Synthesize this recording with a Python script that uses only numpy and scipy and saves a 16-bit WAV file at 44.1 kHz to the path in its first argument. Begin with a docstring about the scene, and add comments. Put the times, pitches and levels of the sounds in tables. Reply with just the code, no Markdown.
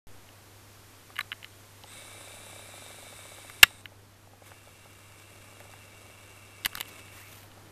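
"""A hand-held camera in a quiet room, heard through its own body.
The microphone comes on with mains hum and hiss, and fingers click the lever and the case.
The geared zoom motor whirrs in while the focus drive ticks softly, until one hard snap
of the lever overloads the microphone. The motor restarts with a brief scrape and whirrs back out
with more focus ticks, and near the end the fingers click, rub and squeak on the plastic."""
import sys
import numpy as np
from scipy import signal
from scipy.fft import rfft, irfft
from scipy.io import wavfile

SR = 44100
rng = np.random.default_rng(int(sys.argv[2]) if len(sys.argv) > 2 else 0)


def put_to_file(sound):
    """Save the sound as 16-bit audio at rate SR, in the file named by the first command-line argument."""
    columns = np.atleast_2d(sound).T  # one column per channel
    safe = np.clip(columns, -1, 1)
    whole_steps = np.round(safe * 32767)
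    wavfile.write(sys.argv[1], SR, whole_steps.astype(np.int16))


N = 340011
TIME = np.arange(N) / SR

# How the motor runs, zooming in and then out: time_s, level_db, turns_per_s
MOTOR_IN = [(1.82, -72, 140), (1.88, -55.5, 140), (1.93, -50, 158.5), (2.3, -51.5, 162),
            (2.8, -51.5, 164.5), (3.2, -52, 159), (3.55, -53.5, 159.5), (3.81, -57.5, 153),
            (3.85, -79, 160)]
MOTOR_OUT = [(4.39, -74, 150.7), (4.46, -55.5, 158.8), (4.6, -59, 161.3), (5.25, -56.5, 160.8),
             (6.55, -55.5, 159.7), (6.95, -52.5, 156.7), (7.2, -57, 159.3), (7.46, -73, 151)]
# Pitches the lens barrel brings out of the gear noise: pitch_hz, width_hz, zoom_in_db, zoom_out_db
BARREL_BANDS = [(324, 190, -1, 0.5), (568.5, 91, -4.5, 2), (827, 89, -5, -5), (1200, 180, -0.5, 2),
                (1650, 220, -2, -1.5), (2136, 100, 0.5, 1), (2330, 100, -2, 1.5), (2646, 84, 1, 0),
                (2794, 120, -5, -0.5), (3078, 108.3, -5.5, -19), (3300, 150, -18.5, -3.5),
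                (3745, 240, 4, -3), (5800, 1300, -10, -9.5), (7595, 230, -2, -4), (8095, 300, 0, -5),
                (9380, 510, -10, -5), (11000, 250, -14, -10), (12300, 780, -13, -11.5)]

def zoom_motor(run, bands_db, throb, grit_db, floor_db):
    """Gear teeth rub in bursts, once each motor turn, and the hollow barrel colours the noise."""
    time_s, level_db, speed = np.transpose(run)
    turns = np.cumsum(np.interp(TIME, time_s, speed) * (1 + 0.017 * drift(25))) / SR
    roughness = gain_of(.6 * drift(35) + grit_db * drift(500))
    bursts = 1 + throb * np.cos(2 * np.pi * turns)
    teeth = bursts * roughness * rng.standard_normal(N)
    hz = np.fft.rfftfreq(N, 1 / SR)
    power = gain_of(floor_db) ** 2 / (1 + (hz / 9000) ** 2)  # fills in between the bands
    for (pitch_hz, width_hz, *_), band_db in zip(BARREL_BANDS, bands_db):
        power += gain_of(band_db) ** 2 * np.exp(-((hz - pitch_hz) / width_hz) ** 2)
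    whirr = irfft(rfft(teeth) * np.sqrt(power), N)
    return level(time_s, level_db) * unit_rms(whirr)


# Gear notes, with levels relative to the motor: cycles_per_turn, width_hz, zoom_in_db, zoom_out_db
GEAR_NOTES = [(14.23, 60, -9, -12.5), (17.02, 83, -23.5, -10.5), (58.83, 320, -6, -21)]

def gear_whine(run, notes_db, growth_db_per_s):
    """Each pair of gears sings at a multiple of the motor's speed and follows its level."""
    time_s, level_db, speed = np.transpose(run)
    turns_per_s = np.interp(TIME, time_s, speed)
    notes = sum(gain_of(db) * whine(multiple * turns_per_s, width_hz)
                for (multiple, width_hz, *_), db in zip(GEAR_NOTES, notes_db))
    return level(time_s, level_db + growth_db_per_s * (time_s - time_s[0])) * notes


# Notes of the carriage that holds the lens: pitch_hz, level_db, ring_s (time to fade by 60 dB)
CARRIAGE_NOTES = [(380, -31, 0.019), (576, 4.5, 0.034), (709, 3.5, 0.021), (834, -2, 0.034),
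                  (1265, -3.5, 0.019), (1700, -7, 0.016)]
# Runs of even steps, before boost_db: start_s, step_count, gap_s, first_db, last_db
FOCUS_STEPS = [(1.954, 24, .0319, -45, -42), (2.738, 9, 0.041, -41, -42.5), (3.125, 6, .0642, -40, -42.5),
               (5.313, 11, .0423, -52, -45.5), (5.93, 5, .0423, -52.5, -46)]
# The carriage jolts as it takes up slack, before boost_db: start_s, strength_db
FOCUS_JOLTS = [(1.841, -40.5), (3.707, -43.5), (3.919, -45.5), (4.272, -46.5), (4.333, -44), (4.419, -41.5),
               (4.516, -43), (4.673, -45), (4.855, -44), (5.603, -41.5), (5.738, -48.5), (7.572, -43)]

def focus_drive(boost_db=4, uneven_db=0.8):
    """The focus lens moves in steps; each step or jolt softly knocks its carriage."""
    out, t = np.zeros(N), np.arange(3000) / SR
    for start_s, step_count, gap_s, first_db, last_db in FOCUS_STEPS:
        for k, db in enumerate(np.linspace(first_db, last_db, round(step_count))):
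            knock = ring(CARRIAGE_NOTES, t, rise_cycles=1.1, scatter=.025)
            step_db = db + boost_db + uneven_db * rng.standard_normal()
            add(out, start_s + k * gap_s, gain_of(step_db) * knock)
    jolt_tone_db = favour(CARRIAGE_NOTES, pitch_hz=870, octave_drop_db=15)
    for start_s, db in FOCUS_JOLTS:
        knock = ring(CARRIAGE_NOTES, t, rise_cycles=1.1, scatter=.025, weight_db=jolt_tone_db)
        add(out, start_s, gain_of(db + boost_db) * knock)
    return out


SNAP_S = 3.6303
# Notes of the struck lever: pitch_hz, level_db, ring_s
LEVER_NOTES = [(1415, -8.5, 0.019), (2777, 1, .019), (3027, -6.5, 0.015), (3379, -10.5, .018),
               (3717, -12, 0.028), (4570, -12.5, .015), (5370, -14.5, .016), (7550, -12.5, 0.013)]

def lever_snap(snap_db=2, ring_db=8.5, bounce_s=.0034, bounce_shrink=.55, bounce_loss_db=1.5):
    """The lever slips off its catch, rings, and bounces on its stop, sooner and weaker each time."""
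    out, hit_s = np.zeros(N), SNAP_S
    contact = dict(pitch_hz=2100, crack_db=0.5, thud_db=-31.5)
    add(out, hit_s - .0011, strike(snap_db - 11, **contact))  # the catch lets go
    add(out, hit_s, gain_of(ring_db) * ring(LEVER_NOTES, np.arange(4096) / SR, rise_cycles=2.36))
    for k in range(3):
        add(out, hit_s, strike(snap_db - k * bounce_loss_db, **contact))
        hit_s += bounce_s * bounce_shrink ** k
    return out


# Plastic parts click twice: start_s, level_db, pitch_hz, crack_db, gap_s, second_change_db
DOUBLE_CLICKS = [(1.1571, -35.5, 2600, -11, 0.0077, 7.5), (1.182, -28, 2200, -14, 0.0037, -5),
                 (1.1889, -16.5, 1620, -7, .0028, -2.5), (1.2055, -31, 1750, -7, 0.00335, 10.5),
                 (1.318, -20, 2150, -19.5, 0.0088, -3.5), (1.4288, -33.5, 2780, -15, 0.016, 5.5),
                 (3.856, -28, 2380, -10, 0.00103, -9), (6.6487, -18, 3540, -4, 0.0018, -1.5),
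                 (6.658, -15, 2260, 5, .009, -17), (6.802, -27, 3220, 3.5, .0076, 8)]
# Fingertip knocks, and two sharper ticks of the focus drive at 5.6 and 5.74 s:
# start_s, level_db, pitch_hz, crack_db
CASE_KNOCKS = [(.289, -42, 2480, -20), (1.102, -38.5, 995, -9), (1.8367, -36, 4900, -10),
               (3.4976, -31.5, 1520, -0.5), (4.517, -37, 1292, -17), (5.6021, -38.5, 1700, 2),
               (5.7361, -39.5, 1290, -15), (6.6596, -20.5, 1370, 9.5), (6.731, -35.5, 1680, -8),
               (6.753, -27, 1660, 8.5), (6.774, -29.5, 1350, -1), (6.782, -31, 3250, -6)]
# The case creaks in faint ticks as the grip shifts: start_s, level_db
GRIP_CREAKS = [(6.828, -36), (6.858, -39), (6.994, -42), (7.082, -42), (7.43, -44), (7.516, -43)]

def clicks(click_thud_db=-42, knock_thud_db=-16.5):
    """Small hits ring the case; hard clicks barely push the microphone, knocks push it more."""
    out = np.zeros(N)
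    for start_s, db, pitch_hz, crack_db, gap_s, second_change_db in DOUBLE_CLICKS:
        add(out, start_s, strike(db, pitch_hz, crack_db, click_thud_db))
        add(out, start_s + gap_s, strike(db + second_change_db, pitch_hz, crack_db, click_thud_db))
    for start_s, db, pitch_hz, crack_db in CASE_KNOCKS:
        add(out, start_s, strike(db, pitch_hz, crack_db, knock_thud_db))
    for start_s, db in GRIP_CREAKS:
        add(out, start_s, strike(db, pitch_hz=2660, crack_db=-14, thud_db=click_thud_db))
    return out


# Notes of the plastic case: pitch_hz, level_db, ring_s
CASE_NOTES = [(775, -1, 0.021), (910, -7.5, 0.013), (1184, 0.5, 0.019), (1462, 0, 0.016), (1729, 1.5, .015),
              (1906, -7.5, 0.011), (2052, 0, 0.016), (2217, -3.5, .014), (2435, -3, 0.012),
              (2802, 3, 0.0087), (2968, 3, 0.014), (3515, -6, 0.0083), (3938, -8, 0.0073),
              (3960, -5, 0.01605), (4720, -10.5, 0.014), (5456, -9, .009)]
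# Tone of a hit's bright crack and of its low rumble: pitch_hz, level_db
CRACK_TONE = [(300, -9.5), (1000, -2), (4200, 5), (6000, -8), (8000, -1.5), (10000, -1.5), (12700, 4),
              (14500, -3)]
RUMBLE_TONE = [(60, -9.5), (160, 1.5), (450, -4), (900, -1), (1500, -22), (5000, -51)]

def strike(level_db, pitch_hz, crack_db, thud_db, push_s=0.0012):
    """One hit rings the case; a crack and a thud on the microphone are set relative to that ring."""
    t = np.arange(4096) / SR
    # where and how hard the hit lands brings out the notes near one pitch
    tone_db = favour(CASE_NOTES, pitch_hz, octave_drop_db=12)
    body = ring(CASE_NOTES, t, rise_cycles=1.2, scatter=.012, weight_db=tone_db)
    crack = 0.84 * noise(CRACK_TONE, len(t)) * (1 - np.exp(-t / 0.00026)) * np.exp(-t / 0.0012)
    push = -t / push_s * np.exp(1 - t / push_s)
    rumble = noise(RUMBLE_TONE, len(t)) * (1 - np.exp(-t / 0.00038)) * np.exp(-t / 0.0075)
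    thud = push + gain_of(-7) * rumble
    return gain_of(level_db) * (body + gain_of(crack_db) * crack + gain_of(thud_db) * thud)


# Notes of the spring and of a button's metal dome: pitch_hz, level_db, ring_s
SPRING_NOTES = [(1326, -7.5, 0.12), (1933, 4, .09), (2406, -10.5, 0.125), (2620, -8.5, 0.083),
                (3895, -20.5, .45), (5260, -21, 0.093)]
DOME_NOTES = [(3960, 0, 0.019)]

def springs(spring_db=-18.5, dome_s=1.208, dome_db=-25):
    """A spring rings on after the lever's snap; earlier, a button's dome pings as it pops back."""
    out, t = np.zeros(N), np.arange(16384) / SR
    add(out, SNAP_S, gain_of(spring_db) * ring(SPRING_NOTES, t, rise_cycles=3))
    add(out, dome_s, gain_of(dome_db) * ring(DOME_NOTES, t, rise_cycles=2))
    return out


# A brief scrape as the zoom motor starts again, then finger rubs: start_s, length_s, level_db
RUB_STROKES = [(4.442, 0.064, -53.5), (6.761, 0.033, -41), (6.877, 0.025, -44), (7.072, .25, -50),
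               (7.251, 0.25, -50), (7.315, 0.022, -52)]
# Tone of the rubbing: pitch_hz, level_db
RUB_TONE = [(200, -3), (1200, 0), (3000, -1), (5000, -6), (9000, -6), (12000, -6), (13700, -2), (15000, 0)]
# One finger rub squeaks, rising in pitch: time_s, pitch_hz, level_db
FINGER_SQUEAK = [(7.14, 1810, -69), (7.2, 1890, -57), (7.3, 2500, -63), (7.34, 3060, -67),
                 (7.39, 3100, -78)]

def rubbing():
    """The restarting motor scrapes; later a finger drags on the case in fine slips and squeaks once."""
    strokes = np.zeros(N)
    for start_s, length_s, db in RUB_STROKES:
        progress = np.clip((TIME - start_s) / length_s, 0, 1)
        strokes += gain_of(db) * abs(np.sin(np.pi * progress)) ** 0.94  # swells, then fades
    slips = unit_rms(noise(RUB_TONE) * gain_of(1.8 * drift(370)))
    time_s, pitch_hz, level_db = np.transpose(FINGER_SQUEAK)
    squeak = level(time_s, level_db) * whine(np.interp(TIME, time_s, pitch_hz), width_hz=200)
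    return strokes * slips + squeak


# Tone of the echo: pitch_hz, level_db
ECHO_TONE = [(100, 1), (1000, -2), (3000, -4), (5500, 6.0), (14000, -0.5)]

def room_echo(sound, ring_s=0.15, echo_db=-33):
    """The furnished room sends back a faint, short echo."""
    t = np.arange(16384) / SR
    tail = noise(ECHO_TONE, len(t)) * gain_of(-60 * t / ring_s) * (t > .006)
    return gain_of(echo_db) * signal.fftconvolve(sound, tail / np.linalg.norm(tail))[:N]


# How loud the room air and the hiss are: time_s, air_db, hiss_db
BACKGROUND_LEVELS = [(0, -56.5, -57.5), (.7, -58, -56), (3.6, -59, -54), (3.75, -58, -61),
                     (4.4, -60.5, -61), (7.35, -57, -63), (7.55, -55.5, -58), (7.75, -54, -58.5)]
# Tone of the air and of the hiss: pitch_hz, level_db
AIR_TONE = [(15, 5), (40, -3.5), (80, 2.5), (160, -2.5), (320, -2.5), (600, -5.5), (1200, -8.5),
            (2000, -14), (4000, -21.5), (9000, -40)]
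HISS_TONE = [(100, 2.5), (2000, 3), (4000, 0.5), (8000, -1), (14000, -3)]

def background(switch_on_s=0.07, hum_hz=99.7, hum_db=-58.5):
    """The microphone comes on and settles, with room air, wavering mains hum and its own hiss."""
    time_s, air_db, hiss_db = np.transpose(BACKGROUND_LEVELS)
    hum = np.sqrt(2) * np.sin(2 * np.pi * hum_hz * TIME + .12 * drift(3))
    hum *= gain_of(hum_db + 0.94 * drift(6.5))
    air = level(time_s, air_db) * noise(AIR_TONE)
    hiss = level(time_s, hiss_db) * noise(HISS_TONE)
    settling = -0.0069 * np.exp(-abs(TIME - switch_on_s) / 0.098)
    return (TIME > switch_on_s) * (air + hiss + hum + settling)


def ring(notes, t, rise_cycles, scatter=0, weight_db=0):
    """A struck part's notes swell, low ones more slowly, and fade; scatter detunes each hit a bit."""
    hz, db, ring_s = np.transpose(notes)[:, :, None]
    detune, phase = rng.uniform(-1.17, 1, (2, len(notes), 1))
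    swell = 1 - np.exp(-(t * hz / rise_cycles) ** 2)
    waves = np.sin(2 * np.pi * hz * (1 + scatter * detune) * t + np.pi * phase)
    sound = (gain_of(db + weight_db - 60 * t / ring_s) * swell * waves).sum(0)
    return sound / np.sqrt(np.sum(sound ** 2) / (.0005 * SR))  # same energy for every ring


def favour(notes, pitch_hz, octave_drop_db):
    """Decibels that turn each note down the further it lies from one pitch."""
    return -octave_drop_db * np.log2(np.array(notes)[:, :1] / pitch_hz) ** 2


def whine(pitch_hz, width_hz):
    """A tone that follows a pitch curve, made hoarse by uneven contact."""
    angle = 2 * np.pi * np.cumsum(pitch_hz) / SR
    smear = np.exp(-(np.fft.rfftfreq(N, 1 / SR) / width_hz) ** 2 / 2)
    cos_part, sin_part = irfft(rfft(rng.standard_normal((2, N))) * smear, N)
    return unit_rms(cos_part * np.cos(angle) + sin_part * np.sin(angle))


def noise(tone, size=N):
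    """Noise shaped by a table of pitch_hz, level_db."""
    hz, db = np.transpose(tone)
    shape_db = np.interp(np.log(np.fft.rfftfreq(size, 1 / SR) + 1), np.log(hz), db)
    return unit_rms(irfft(rfft(rng.standard_normal(size)) * gain_of(shape_db), size))


def drift(changes_per_s):
    """A random wander with a typical size of 1."""
    points = rng.standard_normal(16384)
    return unit_rms(np.interp(TIME * changes_per_s, np.arange(len(points)), points))


def level(time_s, level_db):
    """Gain along a level curve, silent outside it."""
    return gain_of(np.interp(TIME, time_s, level_db, left=-140, right=-140))


def gain_of(db):
    """Turns decibels into a multiplier."""
    return 10 ** (np.asarray(db) / 20)


def unit_rms(x):
    """Scales a signal so its average strength (rms) is 1."""
    return x / np.sqrt(np.mean(x ** 2) + 1e-20)


def add(mix, start_s, sound):
    """Mixes a sound in at its start time."""
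    part = mix[round(start_s * SR):][:len(sound)]
    part += sound[:len(part)]


def scene():
    """Everything that reaches the one microphone."""
    _, _, bands_in_db, bands_out_db = np.transpose(BARREL_BANDS)
    motor = zoom_motor(MOTOR_IN, bands_in_db, throb=0.21, grit_db=1.35, floor_db=-13.5)
    motor += zoom_motor(MOTOR_OUT, bands_out_db, throb=0.16, grit_db=1.8, floor_db=-9.5)
    _, _, notes_in_db, notes_out_db = np.transpose(GEAR_NOTES)
    gears = gear_whine(MOTOR_IN, notes_in_db, growth_db_per_s=0)
    gears += gear_whine(MOTOR_OUT, notes_out_db, growth_db_per_s=2)  # louder as the barrel draws in
    hits = clicks() + lever_snap() + springs()
    mix = motor + gears + focus_drive() + hits + room_echo(hits) + rubbing() + background()
    return mix[None]


def record(dry):
    """The microphone clips whatever is too loud, then the highest treble is cut away."""
    treble_cut = signal.firwin(511, cutoff=14200, window=("kaiser", 9), fs=SR)
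    return signal.oaconvolve(np.clip(dry, -1, 1), treble_cut[None], "same")


dry = scene()
out = record(dry)
put_to_file(out)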